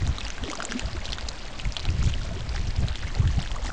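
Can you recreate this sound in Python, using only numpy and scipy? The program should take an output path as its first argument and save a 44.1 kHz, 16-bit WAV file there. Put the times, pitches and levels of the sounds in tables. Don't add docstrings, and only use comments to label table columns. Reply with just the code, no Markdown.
import sys
import numpy as np
from scipy import signal
from scipy.fft import rfft, irfft, next_fast_len
from scipy.io import wavfile
from scipy.ndimage import uniform_filter1d, map_coordinates

SR = 44100
rng = np.random.default_rng(int(sys.argv[2]) if len(sys.argv) > 2 else 0)


def volts_from_decibels(level):
    exponent = np.asarray(level, float) / 20
    return 10 ** exponent


def to_wav(s):
    ch = np.atleast_2d(s).T
    pcm = np.round(np.clip(ch, -1, 1) * 32767)
    wavfile.write(sys.argv[1], SR, pcm.astype(np.int16))


N = 164052

# start_s, level_db
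WIND_PRESSURE = [(0.0, -36), (0.4, -37.5), (0.58, -41.5), (0.78, -42.5), (0.97, -34), (1.45, -41),
                 (1.66, -34.5), (1.82, -32), (2.11, -28.5), (2.28, -29.5), (2.53, -29), (2.67, -30.5),
                 (3.04, -34), (3.38, -27.5), (3.57, -34), (3.72, -34)]
# freq_hz, density_db_per_hz
RUMBLE_SPECTRUM = [(8, -45), (22, -1.5), (55, -12), (110, -24), (200, -39), (400, -59.5)]
# freq_hz, density_db_per_hz
FLUTTER_SPECTRUM = [(25, -1.5), (60, 1.5), (100, 1.5), (150, -7), (250, -20.5), (450, -28), (900, -58)]
# start_s, peak_db, pitch_hz
GUSTS = [(0.022, -17.5, 92.4), (0.06, -17.5, 93.7), (0.091, -13.5, 74), (0.414, -21, 49.3),
         (0.841, -19.5, 58.4), (0.928, -23.5, 82), (1.107, -26, 68.7), (1.649, -16.5, 50),
         (1.848, -39, 57.2), (1.889, -10.5, 80), (1.939, -16, 95), (1.993, -11.5, 51.5),
         (2.04, -13.5, 71.7), (2.07, -17, 116), (2.158, -18, 49), (2.21, -24, 79), (2.321, -19.5, 50),
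         (2.591, -19.5, 80), (2.67, -19.5, 72), (2.779, -10, 66), (2.829, -12, 95.4), (3.041, -21, 64),
         (3.195, -8, 85), (3.255, -11.5, 107.4), (3.381, -13, 128), (3.51, -24.5, 45.4)]
# start_s, peak_db, pitch_hz
EDDIES = [(.23, -27, 44.6), (.865, -29.5, 68.6), (.962, -24.5, 60.4), (1.23, -27.5, 56), (1.48, -40, 106.5),
          (1.67, -24, 45), (2.105, -23, 62.4), (2.4, -26.5, 99), (2.49, -28.5, 60.4), (2.9, -25, 60),
          (3.285, -19.5, 60), (3.59, -32, 44.5), (3.615, -23.5, 46)]
# start_s, level_db
FLOW = [
    (0.0, -43),
    (0.29, -43),
    (3.72, -45.5),
]
# freq_hz, density_db_per_hz
RUSH_SPECTRUM = [(88, -32), (150, -6.5), (208, 0.5), (461, -9), (597, -4.5), (1060, -9), (4280, -17),
                 (7300, -25), (9300, -26.5), (12100, -71), (20500, -120)]
# centre_s, length_s, babble_gain_db
CHURNS = [
    (0.514, 0.16, 1.5),
    (0.657, 0.48, 6),
    (1.008, 0.29, 3),
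    (3.237, 0.53, 7.5),
    (3.676, 0.23, 7.5),
]
# centre_s, length_s, fizz_gain_db
SPLASHES = [
    (0.495, 0.085, 6.5),
    (0.607, 0.027, 5),
    (1.199, 0.03, 3.5),
    (2.026, 0.09, 5),
    (2.557, 0.017, 11),
    (3.052, 0.014, -12),
    (3.254, 0.011, -8),
    (3.655, 0.039, 9),
]
# start_s, peak_db, pitch_hz
GURGLES = [(0.42, -28, 242), (0.695, -31, 212), (0.878, -31, 617), (3.372, -33.5, 743), (0.457, -26.5, 376),
           (0.484, -24, 287), (0.504, -26.5, 510), (0.585, -25, 630), (0.681, -28.5, 520),
           (0.749, -19.5, 232), (0.947, -28.5, 323), (2.309, -29, 610), (2.363, -27.5, 342),
           (2.545, -28, 745), (3.388, -26, 680), (3.66, -39, 764)]
# start_s, peak_db, pitch_hz
PLOPS = [(0.0195, -28, 1890), (0.1833, -27.5, 1170), (0.2074, -19.5, 3460), (0.2132, -27, 2440),
         (0.2667, -25, 2650), (0.2886, -35, 1540), (0.381, -26, 1510), (0.4484, -29, 3030),
         (0.4994, -29, 2000), (0.5314, -22, 1125), (0.602, -20.5, 1240), (0.623, -21, 1380),
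         (0.7118, -25.5, 3120), (0.7214, -17.5, 1580), (0.7952, -18.5, 2570), (1.0904, -25, 2730),
         (1.1316, -15.5, 3240), (1.1837, -25.5, 1410), (1.2773, -34, 2590), (1.5979, -20.5, 2700),
         (1.6527, -21.5, 2160), (1.7667, -14, 3120), (1.8524, -27.5, 3030), (1.8884, -24, 2470),
         (2.139, -21.5, 2840), (2.579, -26, 1850), (3.1033, -31.5, 1730), (3.253, -27.5, 1600),
         (3.5626, -27.5, 1100)]
# start_s, peak_db, pitch_hz
PATTER = [(0.249, -28, 1640), (0.3014, -27, 1480), (0.4697, -36, 1820), (0.603, -19, 1600),
          (0.7935, -28, 2090), (0.819, -26, 1730), (0.95, -39, 2340), (0.967, -27, 1450),
          (1.015, -28, 2100), (1.0793, -28, 1580), (1.436, -31.5, 1520), (2.2134, -28.5, 1410),
          (2.7066, -33, 1890), (2.835, -31.5, 1630), (2.9148, -29, 1500), (3.034, -27, 1450),
          (3.0468, -26.5, 1700), (3.073, -25, 2120), (3.1435, -29.5, 1930), (3.276, -24, 1720),
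          (3.325, -30, 1700), (3.46, -25, 1630), (3.5455, -32, 1840), (3.5844, -30, 1910),
          (3.66, -26.5, 1640), (3.6804, -26, 1810), (3.702, -23, 1470)]
# start_s, peak_db, pitch_hz
TICKS = [(0.4373, -24, 3180), (0.5142, -29, 3200), (0.6293, -23.5, 7000), (0.7029, -26, 5600),
         (1.064, -30, 4450), (1.104, -24, 4040), (1.1221, -19.5, 4200), (1.2094, -26, 4700),
         (1.289, -21, 4130), (1.795, -24, 3950), (2.0627, -29.5, 3200), (2.4067, -27.5, 3330),
         (2.9565, -24.5, 3400), (3.1507, -23, 4260), (3.2756, -27.5, 3300), (3.3929, -30, 2730),
         (3.4275, -28.5, 3000), (3.4749, -28, 3370), (3.5157, -26.5, 3200)]
# start_s, peak_db, pitch_hz
SPRAY = [(0.0754, -23, 6150), (0.231, -34, 5370), (0.282, -26, 5700), (0.4897, -36, 5200), (0.5, -24, 6700),
         (0.5151, -21, 6140), (0.7212, -20, 5500), (0.7945, -19.5, 6700), (0.9137, -31, 4860),
         (1.1297, -26, 5520), (1.2881, -20.5, 6400), (1.482, -49, 5170), (1.6518, -31, 6400),
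         (1.768, -42, 5000), (1.9035, -27.5, 5000), (2.0267, -39, 5100), (2.061, -33, 5000),
         (2.3356, -79, 6500), (2.4635, -38, 4900), (2.5785, -35, 5400), (2.7396, -37, 5130),
         (3.3266, -36, 6220), (3.424, -27, 7600), (3.5602, -28, 6440), (3.649, -28.5, 6190),
         (3.6695, -25, 7730), (3.6959, -38, 5440)]
# start_s, peak_db, pitch_hz
SPITS = [(0.0665, -25.5, 3740), (0.184, -21.5, 3800), (0.2511, -21.5, 4670), (0.3035, -18.5, 6000),
         (0.5367, -29, 4700), (0.554, -22, 6100), (0.574, -25, 4550), (0.6235, -27, 4850),
         (0.643, -29, 5890), (0.6515, -11.5, 7500), (0.7115, -28, 5070), (0.7934, -32, 4060),
         (0.858, -25, 4600), (0.9314, -27, 4330), (1.055, -22.5, 3750), (1.1303, -22.5, 4140),
         (1.1842, -26.5, 3500), (1.2859, -21.5, 4400), (1.5916, -27, 4400), (1.7225, -20.5, 5220),
         (1.77, -21.5, 4180), (1.801, -22, 4520), (1.8532, -23.5, 3800), (2.492, -25, 4560),
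         (2.7065, -26.5, 4430), (2.763, -25, 4800), (2.884, -21, 3980)]
# freq_hz, gain_db
MIC_RESPONSE = [(6000, -0.5), (7300, -0.5), (7900, -5.5), (8600, -8.5), (9300, -15.5), (9900, -28),
                (10600, -62), (14000, -68)]

RUSH_DB, FIZZ_DB, BABBLE_DB = 0.5, -1.5, -6
CLUMP_DB, CLUMP_PITCH = 1.6, 0.25
MIC_OFFSET = -0.0135


def unit(x):
    return x / np.sqrt(np.mean(x ** 2) + 1e-20)


def curve(rows):
    time_s, value = np.transpose(rows)
    return np.interp(np.arange(N) / SR, time_s, value)


def wobble(rate_hz):
    return map_coordinates(rng.standard_normal(400), [np.arange(N) * rate_hz / SR])


def swells(rows):
    t = np.arange(N) / SR
    return sum(db * np.exp(-((t - s) / length_s * 2) ** 2) for s, length_s, db in rows)


def coloured(x, points):
    size = next_fast_len(N + 8192)
    hz, db = np.transpose(points)
    bin_hz = np.fft.rfftfreq(size, 1 / SR)
    gain = volts_from_decibels(np.interp(np.log(bin_hz + 1), np.log(hz + 1), db))
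    return irfft(rfft(x, size) * gain, size)[:N]


def bubbles(start_s, peak_db, hz, cycles, rise, soft, spray, size):
    start_s, peak_db, hz, cycles = (np.asarray(v)[:, None] for v in (start_s, peak_db, hz, cycles))
    t = np.arange(size) / SR
    age = t * hz / cycles
    tone = np.sin(2 * np.pi * hz * t * (1 + rise * np.minimum(age, 2) / 2))
    noise = uniform_filter1d(rng.standard_normal(age.shape), size=3, axis=1)
    puff = spray * noise * np.exp(-age)
    envelope = np.exp(-age) * (1 - np.exp(-age / abs(soft))) * (1 - t / t[-1])
    body = volts_from_decibels(peak_db) * envelope * (tone + puff)
    at = np.round(start_s * SR).astype(int) + np.arange(size)
    return np.bincount(np.maximum(at, 0).ravel(), body.ravel(), N + size)[:N]


def drops(rows, lift_db, cycles, rise, soft, spray, size):
    start_s, peak_db, hz = np.transpose(rows)
    life = cycles * np.exp(0.12 * rng.standard_normal(len(start_s)))
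    return bubbles(start_s, peak_db + lift_db, hz, life, rise, soft, spray, size)


def wind():
    t = np.arange(N) / SR
    rumble = unit(volts_from_decibels(0.77 * wobble(9.5)) * coloured(rng.standard_normal(N), RUMBLE_SPECTRUM))
    flutter = unit(volts_from_decibels(2 * wobble(25)) * coloured(rng.standard_normal(N), FLUTTER_SPECTRUM))
    gust_level = sum(volts_from_decibels(db - 14.5) * np.exp(-((t - s - 0.018) / 0.034) ** 2) for s, db, hz in GUSTS)
    pressure_db = curve(WIND_PRESSURE)
    flutter_level = gust_level + volts_from_decibels(pressure_db - 9.5 + 2.6 * wobble(8.9))
    thumps = drops(GUSTS, lift_db=7.0, cycles=0.71, rise=0.061, soft=0.66, spray=0, size=5000)
    push = volts_from_decibels(pressure_db) * rumble + flutter_level * flutter - thumps
    return push + 0.5 * push * abs(push)


def soft_eddies():
    return -drops(EDDIES, lift_db=13.5, cycles=1.0, rise=0.08, soft=1.0, spray=0, size=5000)


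def patchy_rush():
    z = signal.stft(rng.standard_normal(N), nperseg=256)[2]
    field = uniform_filter1d(rng.standard_normal(z.shape), size=8, axis=0)
    field = uniform_filter1d(field, size=5, axis=1)
    noise = signal.istft(z * volts_from_decibels(2.05 * unit(field)), nperseg=256)[1][:N]
    return unit(coloured(noise, RUSH_SPECTRUM))


def swarm(hz, octaves, cycles, scatter_db, count, size):
    u, g = rng.random((count, 2)), rng.standard_normal((count, 3))
    start_s = np.sort(u[:, 0]) * N / SR
    clump = (start_s * 45).astype(int)
    centre = rng.standard_normal((400, 2))[np.minimum(clump, 399)]
    loud = np.minimum(-np.log(u[:, 1] + 1e-9), 2.0)
    peak_db = scatter_db * loud + CLUMP_DB * centre[:, 1]
    pitch_hz = np.clip(hz * 2 ** (octaves * (g[:, 0] + CLUMP_PITCH * centre[:, 0])), 150, 9000)
    life = cycles * np.exp(0.23 * g[:, 1])
    return unit(bubbles(start_s, peak_db, pitch_hz, life, rise=0.18, soft=0.13, spray=0.44, size=size))


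def stream():
    rush = patchy_rush()
    splash_db, churn_db = swells(SPLASHES), swells(CHURNS)
    fizz = swarm(hz=3800, octaves=0.717, cycles=3.05, scatter_db=6.0, count=3600, size=260)
    fizz = fizz * volts_from_decibels(2.0 * wobble(13) + splash_db)
    babble = swarm(hz=1012.4, octaves=0.936, cycles=2.58, scatter_db=6.5, count=1100, size=1500)
    babble = babble * volts_from_decibels(0.47 * splash_db + churn_db)
    water = volts_from_decibels(RUSH_DB + 0.13 * churn_db) * rush + volts_from_decibels(FIZZ_DB) * fizz + volts_from_decibels(BABBLE_DB) * babble
    return volts_from_decibels(curve(FLOW)) * water


def droplets():
    gurgles = drops(GURGLES, lift_db=2.5, cycles=3.8, rise=0.069, soft=0.61, spray=0.02, size=3000)
    plops = drops(PLOPS, lift_db=2.0, cycles=3.0, rise=0.051, soft=0.19, spray=0.81, size=900)
    patter = drops(PATTER, lift_db=0.0, cycles=3.5, rise=0.02, soft=0.33, spray=0.78, size=900)
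    ticks = drops(TICKS, lift_db=9.0, cycles=1.95, rise=0.023, soft=0.59, spray=1.75, size=500)
    spray = drops(SPRAY, lift_db=7.5, cycles=2.1, rise=0.031, soft=0.54, spray=2.7, size=400)
    spits = drops(SPITS, lift_db=10, cycles=2.28, rise=0.029, soft=0.65, spray=1.27, size=500)
    return gurgles + plops + patter + ticks + spray + spits


def stone_walls(x, level_db, t60_s):
    size = SR // 20
    tail = rng.standard_normal(size) * volts_from_decibels(-60 * np.arange(size) / SR / t60_s)
    return x + volts_from_decibels(level_db) * signal.fftconvolve(x, tail / np.linalg.norm(tail))[:N]


def scene():
    air = wind() + soft_eddies()
    water = stream() + stone_walls(droplets(), level_db=-5.5, t60_s=0.027)
    return (air + water)[None]


def top_cut(x):
    return signal.sosfilt(signal.butter(12, 15800, fs=SR, output="sos"), x)


def record(dry):
    x = coloured(dry[0], MIC_RESPONSE)
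    x = x + volts_from_decibels(-65) * abs(x) * rng.standard_normal(N)
    return top_cut((x + MIC_OFFSET)[None])


dry = scene()
out = record(dry)
to_wav(out)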